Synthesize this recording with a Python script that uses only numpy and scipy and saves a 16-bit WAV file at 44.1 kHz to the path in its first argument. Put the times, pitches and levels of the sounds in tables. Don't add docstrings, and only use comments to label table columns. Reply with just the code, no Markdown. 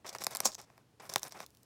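import sys
import numpy as np
from scipy import signal
from scipy.fft import rfft, irfft, next_fast_len
from scipy.io import wavfile
from scipy.ndimage import map_coordinates

SR = 44100
rng = np.random.default_rng(int(sys.argv[2]) if len(sys.argv) > 2 else 0)


def waveform_to_disk(signal):
    frames = np.transpose(np.atleast_2d(signal))
    scaled = np.clip(frames, -1, 1) * 32767
    samples = np.round(scaled).astype(np.int16)
    wavfile.write(sys.argv[1], SR, samples)


N = 72765
HIT_SIZE = 4096


def amp(db):
    return 10 ** (np.asarray(db) / 20)


def fade(t, t60_s):
    return amp(-60 * t / t60_s)


def unit(x):
    return x / np.sqrt(np.mean(x ** 2) + 1e-20)


def pulse(x):
    return x * np.sqrt(SR * .001 / (np.sum(x ** 2) + 1e-20))


def blend(a, b, share):
    share = np.clip(share, 0, 1)
    return pulse(np.sqrt(1 - share) * pulse(a) + np.sqrt(share) * pulse(b))


def colour(points):
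    pitch_hz, level_db = np.transpose(points)
    hz = np.fft.rfftfreq(HIT_SIZE, 1 / SR)
    gain = amp(np.interp(np.log(hz + 1), np.log(pitch_hz), level_db))
    cepstrum = irfft(np.log(gain))
    cepstrum[1:HIT_SIZE // 2] *= 2
    cepstrum[HIT_SIZE // 2 + 1:] = 0
    return irfft(np.exp(rfft(cepstrum)))


def through(x, response):
    return signal.fftconvolve(x, response)[:len(x)]


def ringing(modes):
    t = np.arange(2 * HIT_SIZE) / SR
    ring = sum(amp(db) * fade(t, t60) * np.cos(2 * np.pi * hz * t) for hz, db, t60 in modes)
    return ring / np.linalg.norm(ring)


def add(track, start_s, sound):
    part = track[max(round(start_s * SR), 0):][:len(sound)]
    part += sound[:len(part)]


def grains(response, scatter_db, per_s=9000):
    slips = (rng.random(N) < per_s / SR) * rng.choice([-1, 1], N)
    sizes = amp(scatter_db * np.clip(rng.standard_normal(N), -2, 2))
    return unit(through(slips * sizes, response))


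# pitch_hz, level_db
ROOM_COLOUR = [(25, -31), (60, -4.5), (110, -1), (220, -4.5), (550, -10.5), (1500, -20.5), (5000, -25.5),
               (13000, -33), (15000, -37)]

def room_tone(noise_db=-69, hum_hz=119.5, hum_db=-76):
    noise = unit(through(rng.standard_normal(N), colour(ROOM_COLOUR)))
    hum = np.sqrt(2) * np.sin(2 * np.pi * hum_hz * np.arange(N) / SR)
    return amp(noise_db) * noise + amp(hum_db) * hum


# pitch_hz, level_db, t60_s
TABLE_TONES = [(121.6, -8, .15), (210, -5, .13), (384.4, 0, .13), (537.6, -1.5, 0.073), (622, -5.5, 0.098)]

def table_and_room(plant, table_db=-26, room_db=-18.5):
    t = np.arange(2 * HIT_SIZE) / SR
    echo = rng.standard_normal(len(t)) * fade(t, t60_s=.14)
    echo /= np.linalg.norm(echo)
    return through(plant, amp(table_db) * ringing(TABLE_TONES) + amp(room_db) * echo)


# start_s, level_db
SEED_LANDINGS = [(1.183, -42), (1.195, -41), (1.2945, -52), (1.4634, -44), (1.5052, -58), (1.5495, -56),
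                 (1.5715, -55), (1.632, -54)]
# pitch_hz, level_db
SEED_COLOUR = [(1500, -18), (4500, 0), (16000, -4)]

def seed_ticks():
    out, t, click = np.zeros(N), np.arange(HIT_SIZE) / SR, colour(SEED_COLOUR)
    for start_s, level_db in SEED_LANDINGS:
        skitter = rng.standard_normal(HIT_SIZE) * fade(t, t60_s=.011)
        add(out, start_s, amp(level_db) * blend(click, through(skitter, click), share=.57))
    return out


# start_s, end_s, sheet_db, husk_db, fizz_db
SCRAPE_STROKES = [(0.0455, 0.056, -49, -63.5, -78), (0.06, 0.084, -53, -51, -61.5),
                  (0.088, 0.094, -51.5, -44.5, -57), (0.102, 0.133, -59, -79, -77),
                  (.128, 0.134, -53, -50, -60), (0.148, 0.162, -48, -54, -59),
                  (0.184, 0.208, -58, -61, -70), (0.206, 0.226, -49.5, -47, -55),
                  (0.22, 0.312, -59.5, -73, -80), (0.305, 0.336, -51, -52.5, -60),
                  (0.342, 0.44, -55, -61, -81), (0.432, 0.442, -50, -51, -74),
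                  (0.477, 0.503, -52, -56, -74), (0.523, 0.534, -59, -53, -67),
                  (0.581, 0.602, -52, -53, -66), (0.615, 0.642, -66, -63, -76.5),
                  (0.664, 0.815, -72, -80.5, -86), (0.998, 1.007, -50.5, -58.5, -74.5),
                  (1.018, 1.068, -56.5, -64, -65), (1.059, 1.095, -64.5, -70, -74),
                  (1.093, 1.099, -48.5, -48, -53), (1.112, 1.143, -51, -53.5, -63),
                  (1.162, 1.169, -47, -61, -63), (1.217, 1.252, -56.5, -58, -63),
                  (1.254, 1.277, -50.5, -56, -58.5), (1.308, 1.331, -60.5, -58.5, -70),
                  (1.345, 1.377, -51, -64, -67.5), (1.383, 1.41, -57, -61.5, -70),
                  (1.397, 1.439, -55, -59.5, -65.5), (1.442, 1.657, -90, -81.5, -81.5)]
# pitch_hz, level_db
RUB_COLOUR = [(40, -27.5), (120, -4.5), (260, -6), (450, -3.5), (650, 1), (1050, 0), (1450, -5.5),
              (2300, -7), (3100, -15), (6000, -36)]
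HUSK_COLOUR = [(1000, -40.5), (2800, -17), (3600, -3), (4400, -4.5), (5500, 0.5), (6600, -5), (7600, -3.5),
               (8800, -10), (13000, -29)]
FIZZ_COLOUR = [(3000, -37), (7000, -14), (9300, 1.5), (11500, -2), (13800, -2.5), (15700, -7.5),
               (16400, -31)]

def scraping(rise_share=.12, fall_db_per_s=1105.5, clumps_per_s=330, clump_db=3):
    t, power = np.arange(N) / SR, np.zeros((3, N))
    for start_s, end_s, *levels_db in SCRAPE_STROKES:
        rise_s = max(rise_share * (end_s - start_s), .001)
        swell = np.clip((t - start_s) / rise_s + .5, 0, 1)
        fall = amp(-fall_db_per_s * np.maximum(t - end_s, 0))
        power += (amp(levels_db)[:, None] * swell * fall) ** 2
    wobble = map_coordinates(rng.standard_normal(HIT_SIZE), [t * clumps_per_s])
    clumps = unit(amp(clump_db * wobble))
    rub, husk, fizz = (grains(colour(c), scatter_db=5.5) for c in (RUB_COLOUR, HUSK_COLOUR, FIZZ_COLOUR))
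    return (np.sqrt(power) * [rub, clumps * husk, fizz]).sum(axis=0)


# time_s, travel_s
SHEET_TRAVEL = [(.4, .0028), (1.1, 0.002028)]

def sheet_wave(sound, start_s, front_hz=4044):
    hz = np.minimum(np.fft.rfftfreq(2 * HIT_SIZE, 1 / SR), front_hz)
    travel_s = np.interp(start_s, *np.transpose(SHEET_TRAVEL))
    lag_cycles = travel_s * np.sqrt(1000) * (2 * np.sqrt(hz) - hz / np.sqrt(front_hz))
    return irfft(rfft(sound, 2 * HIT_SIZE) * np.exp(-2j * np.pi * lag_cycles))[:HIT_SIZE]


# pitch_hz, level_db
CRUNCH_COLOUR = [(60, -24.5), (220, -11), (550, -6), (980, 0), (1550, -17), (2050, -27.5), (2450, -9.5),
                 (3040, -29.5), (4100, -8), (5700, -0.5), (7300, 2), (8400, -5.5), (15500, -18)]
KNOCK_COLOUR = [(250, -21), (980, 0), (1900, -23)]
# pitch_hz, level_db, t60_s
CAPSULE_TONES = [(4920, -5, .05), (5560, -2, .06), (6471, -2, .05), (7470, -7, .03)]

def crunch(start_s=.4545, peak_db=-25.5, rise_db_per_s=2601, fall_db_per_s=630.5,
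           knock_db=-23, ring_db=-12.5):
    t = np.arange(N) / SR - start_s
    level_db = peak_db + np.minimum(rise_db_per_s * t, -fall_db_per_s * t)
    cracks = amp(level_db) * grains(colour(CRUNCH_COLOUR), scatter_db=1)
    collapse = through(cracks, sheet_wave(np.ones(1), start_s))
    knock = pulse(sheet_wave(colour(KNOCK_COLOUR), start_s))
    add(collapse, start_s, amp(knock_db) * knock)
    return collapse + amp(ring_db) * through(collapse, ringing(CAPSULE_TONES))


# start_s, thump_db, ring_db, edge_db, pitch_hz
FIBRE_SNAPS = [(0.0665, -42, -42, -47, 5170), (0.0934, -69, -34.5, -61, 5500),
               (0.1499, -32.5, -39, -45.5, 4960), (0.185, -51, -39, -60, 5660),
               (0.219, -37, -41, -52, 5600), (.2388, -43, -32, -34, 5240),
               (0.2445, -51, -28.5, -35.5, 7430), (0.2676, -25, -23, -25.5, 5090),
               (0.3103, -59, -48, -42, 5500), (0.3503, -38, -32, -29, 5200), (.3532, -34.5, -38, -38, 5000),
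               (0.3591, -42, -32, -38, 7600), (.37, -45, -29.5, -30, 7500), (0.4038, -28, -24, -24, 5820),
               (0.4545, -44, -21.5, -33, 5830), (0.4566, -44, -20, -24.5, 5830),
               (0.4621, -31, -23, -44.5, 7200), (.473, -39, -28, -43.5, 6560), (0.519, -58, -42, -60, 4800),
               (0.547, -61, -37, -48, 6360), (0.5513, -48.5, -34.5, -47.5, 6270),
               (0.6154, -63.5, -48, -50, 5570), (0.7011, -51.5, -64.5, -82, 5200),
               (0.7787, -51, -59, -61.5, 4870), (1.0981, -50, -34.5, -63, 5700),
               (1.1381, -56, -30, -34, 5900), (1.1596, -19, -19.5, -22.5, 3660),
               (1.1808, -52, -39, -45, 4030), (1.2316, -40.5, -28, -37, 6030),
               (1.2398, -53, -44, -41, 5900), (1.251, -42.5, -56, -49, 4300), (1.2817, -59, -52, -45, 7300),
               (1.3223, -48, -40, -49.5, 5700), (1.4035, -34, -40, -47, 5460),]
# pitch_hz, level_db
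THUMP_COLOUR = [(40, -35), (120, -15), (250, -14.5), (420, -12.5), (680, -1.5), (1050, -0.5), (1400, -9.5),
                (1900, -7.5), (2500, -8.5), (3100, -30.5), (6000, -41)]
RAGGED_COLOUR = [(3000, -47.5), (7000, -7), (9300, 9), (11500, -1), (13800, 2.5), (15500, -5),
                 (17000, -23.5)]
CLEAN_COLOUR = [(10500, -22), (13200, -0.5)]

def snaps(clean_break_db=-20, ring_share=.87, splinter_share=.22):
    out, t = np.zeros(N), np.arange(HIT_SIZE) / SR
    sheet, husk = colour(THUMP_COLOUR), colour(HUSK_COLOUR)
    ragged_click, clean_click = colour(RAGGED_COLOUR), colour(CLEAN_COLOUR)
    for start_s, thump_db, ring_db, edge_db, pitch_hz in FIBRE_SNAPS:
        ragged = 1 / (1 + amp(thump_db - clean_break_db) ** 2)
        splinters = rng.standard_normal(HIT_SIZE) * fade(t, t60_s=.011)
        tone = np.cos(2 * np.pi * pitch_hz * t) * fade(t, t60_s=.0057)
        ring = blend(husk, tone, ring_share * ragged)
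        ring = blend(ring, through(splinters, husk), splinter_share * ragged)
        click = blend(ragged_click, clean_click, 2 * (1 - ragged) ** 2)
        edge = blend(click, through(splinters, click), splinter_share * ragged)
        thump = pulse(sheet_wave(sheet, start_s))
        add(out, start_s, amp(thump_db) * thump + amp(ring_db) * ring + amp(edge_db) * edge)
    return out


def scene():
    plant = snaps() + seed_ticks() + scraping() + crunch()
    return (plant + table_and_room(plant) + room_tone())[None]


def record(dry):
    top_hz = 16600
    size = next_fast_len(N + HIT_SIZE)
    hz = np.fft.rfftfreq(size, 1 / SR)
    return irfft(rfft(dry, size) / (1 + (hz / top_hz) ** 120), size)[:, :N]


dry = scene()
out = record(dry)
waveform_to_disk(out)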